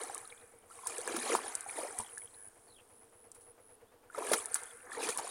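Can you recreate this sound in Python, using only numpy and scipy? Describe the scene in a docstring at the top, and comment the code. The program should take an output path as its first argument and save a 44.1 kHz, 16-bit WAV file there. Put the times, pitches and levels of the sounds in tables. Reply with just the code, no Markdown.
"""Flooded field: a bamboo basket trap is pushed about; muddy water gulps, gurgles and slaps, drops fall back.
Water is swarms of ringing bubbles, single air pockets, drips and drop ticks, plus noise bursts for slaps.
Far off a one-cylinder engine chugs (gliding barks, puffs, clacks) and a bush cricket buzzes (pulsed tone);
a few birds call faintly (gliding tones). Filtered noise is the open air; noise tails scatter and echo the water."""
import sys
import numpy as np
from scipy import signal
from scipy.fft import rfft, irfft, next_fast_len
from scipy.io import wavfile
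from scipy.ndimage import uniform_filter1d, map_coordinates

SR = 44100
rng = np.random.default_rng(int(sys.argv[2]) if len(sys.argv) > 2 else 0)


def to_wav(sig):
    """Store sig (one row per channel, or 1-D mono) as 16-bit WAV at the path in sys.argv[1].

    Samples outside -1..1 are clipped; the rate is SR.
    """
    pcm = np.clip(np.atleast_2d(sig), -1, 1) * 32767
    pcm = np.round(pcm).astype(np.int16)
    wavfile.write(sys.argv[1], SR, pcm.T)  # frames by channels


N = 233906
TIME = np.arange(N) / SR
ONSET_DB_PER_S = 396  # rise of a stroke and of the draining

# spray spectrum: f/Hz, relative density/dB
SPRAY_SPECTRUM = [(2000, -28), (5000, -13.5), (6600, -12), (8300, -2), (9700, 6), (10600, -2), (11800, -14),
                  (13000, -19.5), (16000, -18.5)]
# basket strokes: patter offset/dB, curve of (t/s, churn level/dB, spray level/dB)
BASKET_STROKES = [ (-0.5, [(0, -45, -48), (.08, -52.5, -50.5), (.16, -52, -52), (.24, -61.5, -55.5)]),
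                  (2, [(.71, -63, -56.5), (.84, -60, -54.5), (.9, -50, -46.5), (1.04, -51.5, -50.5),
                  (1.09, -44, -46.5), (1.21, -48, -44), (1.335, -38.5, -41), (1.38, -47, -52.5),
                  (1.47, -48.5, -48)]), (-2.5, [(1.69, -55.5, -47.5), (1.75, -52, -50.5),
                  (1.785, -44.5, -44.5), (1.86, -49, -48), (1.96, -54.5, -53.5), (2, -50, -42.5),
                  (2.04, -58.5, -54.5)]), (-1.5, [(4.15, -54.5, -53), (4.185, -43.5, -53.5),
                  (4.23, -47, -46.5), (4.305, -44, -41.5), (4.34, -39.5, -45.5), (4.38, -50, -40),
                  (4.48, -55, -56), (4.56, -60.5, -43.5), (4.62, -57, -52.5)]), (3, [(4.87, -55.5, -81),
                  (4.93, -53, -48), (4.98, -45.5, -57), (5.04, -44, -36.5), (5.075, -44, -47),
                  (5.105, -47.5, -38.5), (5.14, -52.5, -48), (5.195, -47.5, -53.5), (5.3, -52, -46)]), ]


def amp(db):
    """Decibels to gain."""
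    return 10 ** (np.asarray(db) / 20)


def unit(x):
    """Scale to rms 1."""
    return x / np.sqrt(np.mean(x ** 2) + 1e-20)


def fade(t, t60):
    """Free decay by 60 dB in t60 seconds."""
    return np.exp(-np.log(1000) * t / t60)


def add(out, s, x):
    """Mix x into out at s seconds."""
    i = int(np.clip(round(s * SR), 0, N))
    out[i:i + len(x)] += x[:N - i]


def wobble(rate):
    """Smooth random curve, rate knots a second."""
    knots = rng.standard_normal(int(N * rate / SR) + 4)
    return map_coordinates(knots, [TIME * rate])


def colour(x, points):
    """Minimum-phase filter of the given (f/Hz, level/dB) shape; output at rms 1."""
    m = 2 * next_fast_len(N // 2 + SR // 4)
    hz, db = np.transpose(points)
    bin_hz = np.fft.rfftfreq(m, 1 / SR)
    gain = amp(np.interp(np.log(bin_hz + 1), np.log(hz), db))
    # folding the cepstrum makes the filter causal
    cepstrum = irfft(np.log(gain), m)
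    cepstrum[1:m // 2] *= 2
    cepstrum[m // 2 + 1:] = 0
    response = np.exp(rfft(cepstrum))
    return unit(irfft(rfft(x, m) * response, m)[:N])


def noise(points):
    """Coloured noise of rms 1."""
    return colour(rng.standard_normal(N), points)


def band(x, low_hz, high_hz):
    """Causal band-pass with steep skirts."""
    sos = signal.butter(4, [low_hz, high_hz], "bandpass", fs=SR, output="sos")
    return signal.sosfilt(sos, x)


def bubble(t, hz, t60, rise):
    """An air pocket starts to ring within a cycle; its pitch climbs as it nears the surface."""
    ring = np.sin(2 * np.pi * hz * t * (1 + rise * t / t60 / 2))
    return ring * fade(t, t60) * (1 - np.exp(-1.3 * hz * t))


def swarm(rate, low_hz, high_hz, cycles, spread_db, wash, even_s):
    """Bubbles of random size and strength over a wash of noise, evened in level over even_s."""
    when, pitch, damping, strength = rng.random((int(rate * N / SR), 4)).T
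    hz = low_hz * (high_hz / low_hz) ** pitch
    t60 = cycles / hz * (.5 + damping)  # small bubbles ring high and briefly
    size = amp(-spread_db * np.log(strength + 0.0082))  # many weak, a few strong
    length = (t60 * SR * 2 / 3).astype(int) + 1  # samples, down to -40 dB
    # all bubbles laid end to end, then summed at their start times
    which = np.repeat(np.arange(len(hz)), length)
    age = np.arange(len(which)) - (np.cumsum(length) - length)[which]
    rings = size[which] * bubble(age / SR, hz[which], t60[which], rise=.14)
    position = (when * N).astype(int)[which] + age
    x = unit(np.bincount(position, rings, N)[:N]) + wash * rng.standard_normal(N)
    power = np.abs(uniform_filter1d(x ** 2, int(even_s * SR) + 2))
    return x / np.sqrt(power + 1e-9)


def background():
    """Open air over the field, and the fine fizz of water draining off the basket."""
    # open-air spectrum: f/Hz, relative density/dB
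    field_spectrum = [(20, 1), (70, -5.5), (125, -1.5), (162, -25.5), (195, -3), (330, -0.5), (450, -3),
                      (800, -3), (1500, -8.5), (2200, -19), (3000, -17), (6000, -27.5), (9700, -28),
                      (12000, -20.5), (16000, -30)]
    drain_s, drain_level_db, drain_db_per_s = 1.8, -61, 7.5  # start, level, fall
    bubbles = swarm(1800, 5350, 14700, cycles=5.8, spread_db=2.0, wash=1.0, even_s=0.027)
    fizz = colour(bubbles, SPRAY_SPECTRUM)
    fall_db = drain_db_per_s * (TIME - drain_s)
    onset_db = ONSET_DB_PER_S * (drain_s - TIME)
    drain_db = drain_level_db - np.maximum(fall_db, onset_db)
    return amp(-68.5) * noise(field_spectrum) + amp(drain_db) * fizz


def engine():
    """Every firing of the far engine brings a clack, then a hollow bark and a low puff from the pipe."""
    # bark loudness drifting with the air: t/s, nominal level/dB
    bark_levels = [(0, -57), (2.8, -65.5), (3.25, -60), (5.3, -52)]
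    # clack spectrum: f/Hz, relative density/dB
    clack_spectrum = [(150, -31), (250, -6), (750, 4.5), (1200, -4.5), (2300, -7.5), (3500, -23),
                      (8000, -25)]
    first_s, period_s, lead_s, uneven_db = .1, .1133, .06, 1.2
    barks, puffs, clacks = np.zeros((3, N))
    t = np.arange(SR // 6) / SR - lead_s
    for s in np.arange(first_s, N / SR, period_s):
        size, pitch, phase = rng.standard_normal(3)
        turns = 478 * (1 + .015 * pitch - 0.86 * t) * t  # pitch falls
        bark = np.sin(2 * np.pi * turns + np.pi * phase) * np.exp(-(t / 0.017) ** 2)
        add(barks, s - lead_s, amp(uneven_db * size) * bark)
        add(puffs, s - lead_s, np.cos(2 * np.pi * 98 * t) * np.exp(-(t / 0.0085) ** 2))
        add(clacks, s - lead_s, (t > -.035) * fade(np.abs(t + 0.024), 0.23))
    drift_db = np.interp(TIME, *np.transpose(bark_levels))
    flutter = 1 + 0.48 * wobble(140)  # the exhaust flutters
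    barks = barks * amp(drift_db) * flutter
    # steady pipe tone, heard between firings
    pipe = noise([(300, -42.0), (410, -7.0), (455, 2.5), (495, -2.5), (550, -20), (800, -28.5)])
    return barks + amp(-71.5) * pipe + amp(-65.5) * puffs + amp(-64.5) * clacks * noise(clack_spectrum)


def course(s, db, fall_db_per_s):
    """Level in dB of one stroke: it sets in fast, runs its course and dies away."""
    before, after = np.maximum(s[0] - TIME, 0), np.maximum(TIME - s[-1], 0)
    return np.interp(TIME, s, db) - ONSET_DB_PER_S * before - fall_db_per_s * after


def stir():
    """Gains of gulps, gurgles, patter and spray: the harder the water churns, the bigger the bubbles it traps."""
    settle_db_per_s, spray_fall_db_per_s = 93, 38.5  # churn dies sooner than spray
    brisk_db = -45  # churn and spray of a brisk stroke
    gulp_brisk_db, gulp_growth = -45.5, 1.73  # growth in dB per dB of churn
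    patter_brisk_db, spray_growth, churn_growth = -50.5, 0.93, 0.56  # growth in dB per dB
    power = np.zeros((4, N))
    for patter_offset_db, curve in BASKET_STROKES:
        s, churn, spray = np.transpose(curve)
        churn_db = course(s, churn, settle_db_per_s)
        spray_db = course(s, spray, spray_fall_db_per_s)
        churn_excess_db, spray_excess_db = churn_db - brisk_db, spray_db - brisk_db
        gulp_db = gulp_brisk_db + gulp_growth * churn_excess_db
        patter_db = patter_brisk_db + patter_offset_db
        patter_db = patter_db + spray_growth * spray_excess_db + churn_growth * churn_excess_db
        power += amp(np.maximum([gulp_db, churn_db, patter_db, spray_db], -140)) ** 2
    return np.sqrt(power)


def slosh():
    """Water forced through the slats traps air in all sizes and throws up spray."""
    # spectra of big, medium and small bubbles: f/Hz, relative density/dB
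    gulp_spectrum = [(100, -22.5), (165, -29), (210, -15.5), (310, 0), (500, 9), (650, 4.5), (900, -19),
                     (2000, -58)]
    gurgle_spectrum = [(300, -29), (560, -11.5), (760, 0.5), (1150, 2), (1330, -1.5), (1480, 0),
                       (1780, -0.5), (2000, 0), (2300, -2), (2700, -32), (6000, -67)]
    patter_spectrum = [(1200, -29), (2300, 3), (2700, 0), (3400, 2.5), (4500, 3), (6200, 3), (7500, 10),
                       (12000, -59)]
    gulps = swarm(600, 219.0, 797, cycles=14.6, spread_db=3.5, wash=0.73, even_s=0.031)
    gurgles = swarm(1900, 597.6, 2737, cycles=32.0, spread_db=5, wash=1.0, even_s=0.033)
    patter = swarm(2600, 2220, 7060, cycles=51, spread_db=5.5, wash=0.37, even_s=0.039)
    spray = swarm(2000, 5900, 13440, cycles=84, spread_db=5.5, wash=1.0, even_s=0.02)
    layers = [colour(gulps, gulp_spectrum), colour(gurgles, gurgle_spectrum),
              colour(patter, patter_spectrum), colour(spray, SPRAY_SPECTRUM)]
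    water = np.sum(stir() * layers, axis=0)
    return band(water, low_hz=88, high_hz=15600)


def drops():
    """Each drop hitting the surface ticks sharply and scatters a brief fizz."""
    # drops: t/s, level/dB
    drop_hits = [(0.035, -24.5), (0.1461, -21.5), (0.1785, -24.5), (0.8703, -19), (0.9817, -20.5),
                 (1.014, -26), (1.0755, -21), (1.5519, -15.5), (1.6074, -24.5), (1.9869, -16.5),
                 (2.1791, -24.5), (3.316, -31.5), (4.2673, -24), (4.3822, -22.5), (4.4568, -19.5),
                 (4.5431, -9), (4.6341, -28), (5.174, -17.5)]
    tick_hz, tick_spread = 8820, 0.03  # spread relative
    ticks, scatter, t = np.zeros(N), np.zeros(N), np.arange(SR // 16) / SR
    for s, db in drop_hits:
        hz = tick_hz * np.exp(tick_spread * rng.standard_normal())
        tick = bubble(t, hz, 0.0011, rise=.03) * (1 - np.exp(-t / 0.000067))
        add(ticks, s + 0.001016, amp(db) * tick / np.abs(tick).max())
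        burst = fade(t, 0.017) * (1 - np.exp(-t / 0.0004))
        add(scatter, s + 0.00057, amp(db - 15.5) * burst)
    return band(ticks, low_hz=4400, high_hz=11400) + scatter * noise(SPRAY_SPECTRUM)


def plops():
    """Single air pockets and a few drips ring out; the gentler they are, the longer they ring."""
    # air pockets and drips: t/s, level/dB, f/Hz
    single_rings = [(.097, -30.5, 783), (.247, -49, 1240), (0.324, -39, 2200), (0.709, -47.5, 1307),
                    (0.789, -42.5, 1057), (0.835, -39, 1014), (0.862, -31.5, 980), (.985, -32.5, 479),
                    (1.076, -25.5, 1590), (1.094, -37, 336), (1.143, -26, 322), (1.172, -37.5, 237),
                    (1.331, -20.5, 517), (1.351, -3.5, 940), (1.389, -27, 1060), (1.662, -34, 770),
                    (1.695, -32, 2220), (1.786, -30.5, 620), (1.833, -26, 510), (1.85, -33, 570),
                    (1.999, -27, 930), (2.063, -46.5, 3250), (2.175, -35, 1630), (2.218, -46, 2180),
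                    (2.344, -51, 4000), (4.1, -42, 1410), (4.147, -30.5, 1230), (4.178, -29, 550),
                    (4.222, -27, 1000), (4.315, -9, 535), (4.335, -17, 1760), (4.554, -41, 1620),
                    (4.918, -31, 1720), (4.948, -34, 1800), (4.972, -29.5, 453), (5.086, -28.5, 458),
                    (5.195, -24.5, 850), (5.243, -35.5, 690)]
    ref_cycles, ref_db, shortening = 25.8, -30, 0.47  # ring at ref_db; dB shorter per dB louder
    out, t = np.zeros(N), np.arange(SR // 8) / SR
    for s, db, hz in single_rings:
        cycles = ref_cycles * amp(shortening * (ref_db - db))
        add(out, s, amp(db) * bubble(t, hz, cycles / hz, rise=0.2))
    return band(out, low_hz=190, high_hz=6100)


def drips(count=10):
    """After each stroke, water drips from the slats, ever more sparsely and softly."""
    mean_lag_s, level_db, fall_db_per_s = .14, -47.5, 30
    centre_hz, spread, cycles = 2985, .33, 39  # spread relative; cycles to -60 dB
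    out, t = np.zeros(N), np.arange(SR // 12) / SR
    for _, curve in BASKET_STROKES:
        lags_s = rng.exponential(mean_lag_s, count)
        for lag_s, (pitch, size) in zip(lags_s, rng.standard_normal((count, 2))):
            hz = centre_hz * np.exp(spread * pitch)
            db = level_db - fall_db_per_s * lag_s + 3 * size
            add(out, curve[-1][0] + lag_s, amp(db) * bubble(t, hz, cycles / hz, rise=.1))
    return out


def birds():
    """Short, arched, distant glides; the raspy ones waver in pitch and flutter."""
    # notes: t/s, length/s, start f/Hz, end f/Hz, level/dB, rasp (pitch waver)/Hz
    bird_notes = [(0.267, 0.251, 2290, 2320, -67.5, 91), (2.66, 0.11, 4600, 3550, -62, 220),
                  (2.745, 0.064, 3400, 2700, -59, 220), (2.78, 0.043, 2650, 3170, -59.5, 270),
                  (3.851, 0.073, 3080, 3700, -78, 15), (4.664, 0.061, 3420, 3500, -66, 15)]
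    out = np.zeros(N)
    for s, length_s, start_hz, end_hz, db, rasp_hz in bird_notes:
        n = int(length_s * SR)
        arch = np.sin(np.linspace(0, np.pi, n))
        waver = wobble(503)[:n]
        hz = np.linspace(start_hz, end_hz, n) + 90 * arch + rasp_hz * waver
        flutter = amp(-rasp_hz / 20 * np.sin(np.pi * 45 * TIME[:n]) ** 2)
        tone = np.sin(2 * np.pi * np.cumsum(hz) / SR)
        add(out, s, amp(db) * arch * flutter * tone)
    return out


def cricket():
    """Wing strokes, each falling in pitch, come in chirps that swell and stop short."""
    # chirps: end t/s, final level/dB
    chirp_ends = [(.52, -61), (1.779, -49.5), (2.262, -42), (2.49, -45), (2.771, -57.5), (3.048, -54.5),
                  (3.277, -55), (3.522, -52.5), (3.758, -54.5)]
    chirp_s, stroke_hz = .158, 102.5
    out, t = np.zeros(N), np.arange(int(chirp_s * SR)) / SR
    for end_s, db in chirp_ends:
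        stroke = (t - t[-1]) * stroke_hz % 1  # phase within a wing stroke
        hz = 10230 - 750 * (stroke - .5) + 90 * wobble(900)[:len(t)]
        swell = amp(db - 6.7 * (1 - t / t[-1]) ** 2)
        pulse = np.abs(np.sin(np.pi * stroke)) ** 3
        tone = np.sin(2 * np.pi * np.cumsum(hz) / SR)
        add(out, end_s - chirp_s, swell * pulse * tone)
    return out


def slaps():
    """A sheet of water lands: a burst of broad noise with a hiss of spray."""
    # sheets and spatters: t/s, body level/dB, spray level/dB, t60/s
    water_sheets = [(0.869, -39.5, -31, 0.056), (1.163, -30.5, -31.5, 0.041), (1.348, -34.5, -36, 0.14),
                    (3.346, -64.5, -52.5, 0.11), (3.407, -69, -58, 0.15), (4.181, -39.5, -50, 0.042),
                    (4.316, -36, -31, 0.11), (4.332, -19, -38, 0.047), (4.548, -61, -38, 0.067),
                    (4.555, -29, -28, 0.026), (5.088, -25, -31.5, 0.032), (5.182, -33, -41, 0.072)]
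    # body spectrum: f/Hz, relative density/dB
    body_spectrum = [(50, -40), (110, -19.5), (135, -37), (170, -53), (210, -16.5), (550, -20.5),
                     (1100, -8), (1500, -11), (1900, -16), (2600, -21), (6000, -19.5), (10500, -17.5),
                     (13000, -34)]
    out, body, hiss = np.zeros(N), noise(body_spectrum), noise(SPRAY_SPECTRUM)
    for s, body_db, spray_db, t60 in water_sheets:
        t = np.clip(TIME - s, 0, 1)
        swell = 1 - np.exp(-t / .0016)
        out += fade(t, t60) * swell * (amp(body_db) * body + amp(spray_db) * hiss)
    return band(out, low_hz=70, high_hz=18000)


def bump():
    """A soft, low bump: a few damped modes ring together."""
    # bumps: t/s, level/dB
    bump_hits = [(1.994, -46.5)]
    # modes: f/Hz, relative level/dB, t60/s
    thud_modes = [(39.7, -10, 0.064), (92, 3.5, 0.066), (223, 0.5, 0.1)]
    out, t = np.zeros(N), np.arange(SR // 6) / SR
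    for s, db in bump_hits:
        ring = sum(amp(level) * np.sin(2 * np.pi * hz * t) * fade(t, t60) for hz, level, t60 in thud_modes)
        add(out, s, amp(db) * ring * (1 - np.exp(-t / 0.002)))
    return out


def slats(x, db=-11, t60=0.032):
    """The slats and the water surface scatter each sound for a moment."""
    tail = noise([(200, -0.5), (2000, -2), (10000, -1.5), (16000, -8)])
    tail = tail * fade(TIME, t60) * (TIME > .001)
    return amp(db) * signal.fftconvolve(x, tail / np.linalg.norm(tail))[:N]


def far_bank(x, db=-24, t60=0.93):
    """The bank and its trees send back a late, dull, diffuse echo."""
    # echo spectrum: f/Hz, relative density/dB
    bank_spectrum = [(200, -21), (460, -8), (620, -15), (830, -8.5), (1200, 3), (1500, 10.5), (1800, 8.5),
                     (2500, 4.5), (3400, -3.5), (5000, -14), (12000, -38)]
    onset = np.clip((TIME - .15) / 0.084, 0, 1)
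    tail = noise(bank_spectrum) * fade(TIME, t60) * onset
    return amp(db) * signal.fftconvolve(x, tail / np.linalg.norm(tail))[:N]


def scene():
    """The near water and its faint echoes over the sounds of the field."""
    water = slosh() + plops() + drips() + slaps() + drops()
    echoes = slats(water) + far_bank(water)
    field = bump() + engine() + cricket() + birds() + background()
    return (water + echoes + field)[None]


def record(dry):
    """Cut everything above 16 kHz."""
    top_hz = 16000
    m = next_fast_len(N + SR // 4)
    keep = np.fft.rfftfreq(m, 1 / SR) < top_hz
    return irfft(rfft(dry, m) * keep, m)[..., :N]


dry = scene()
out = record(dry)
to_wav(out)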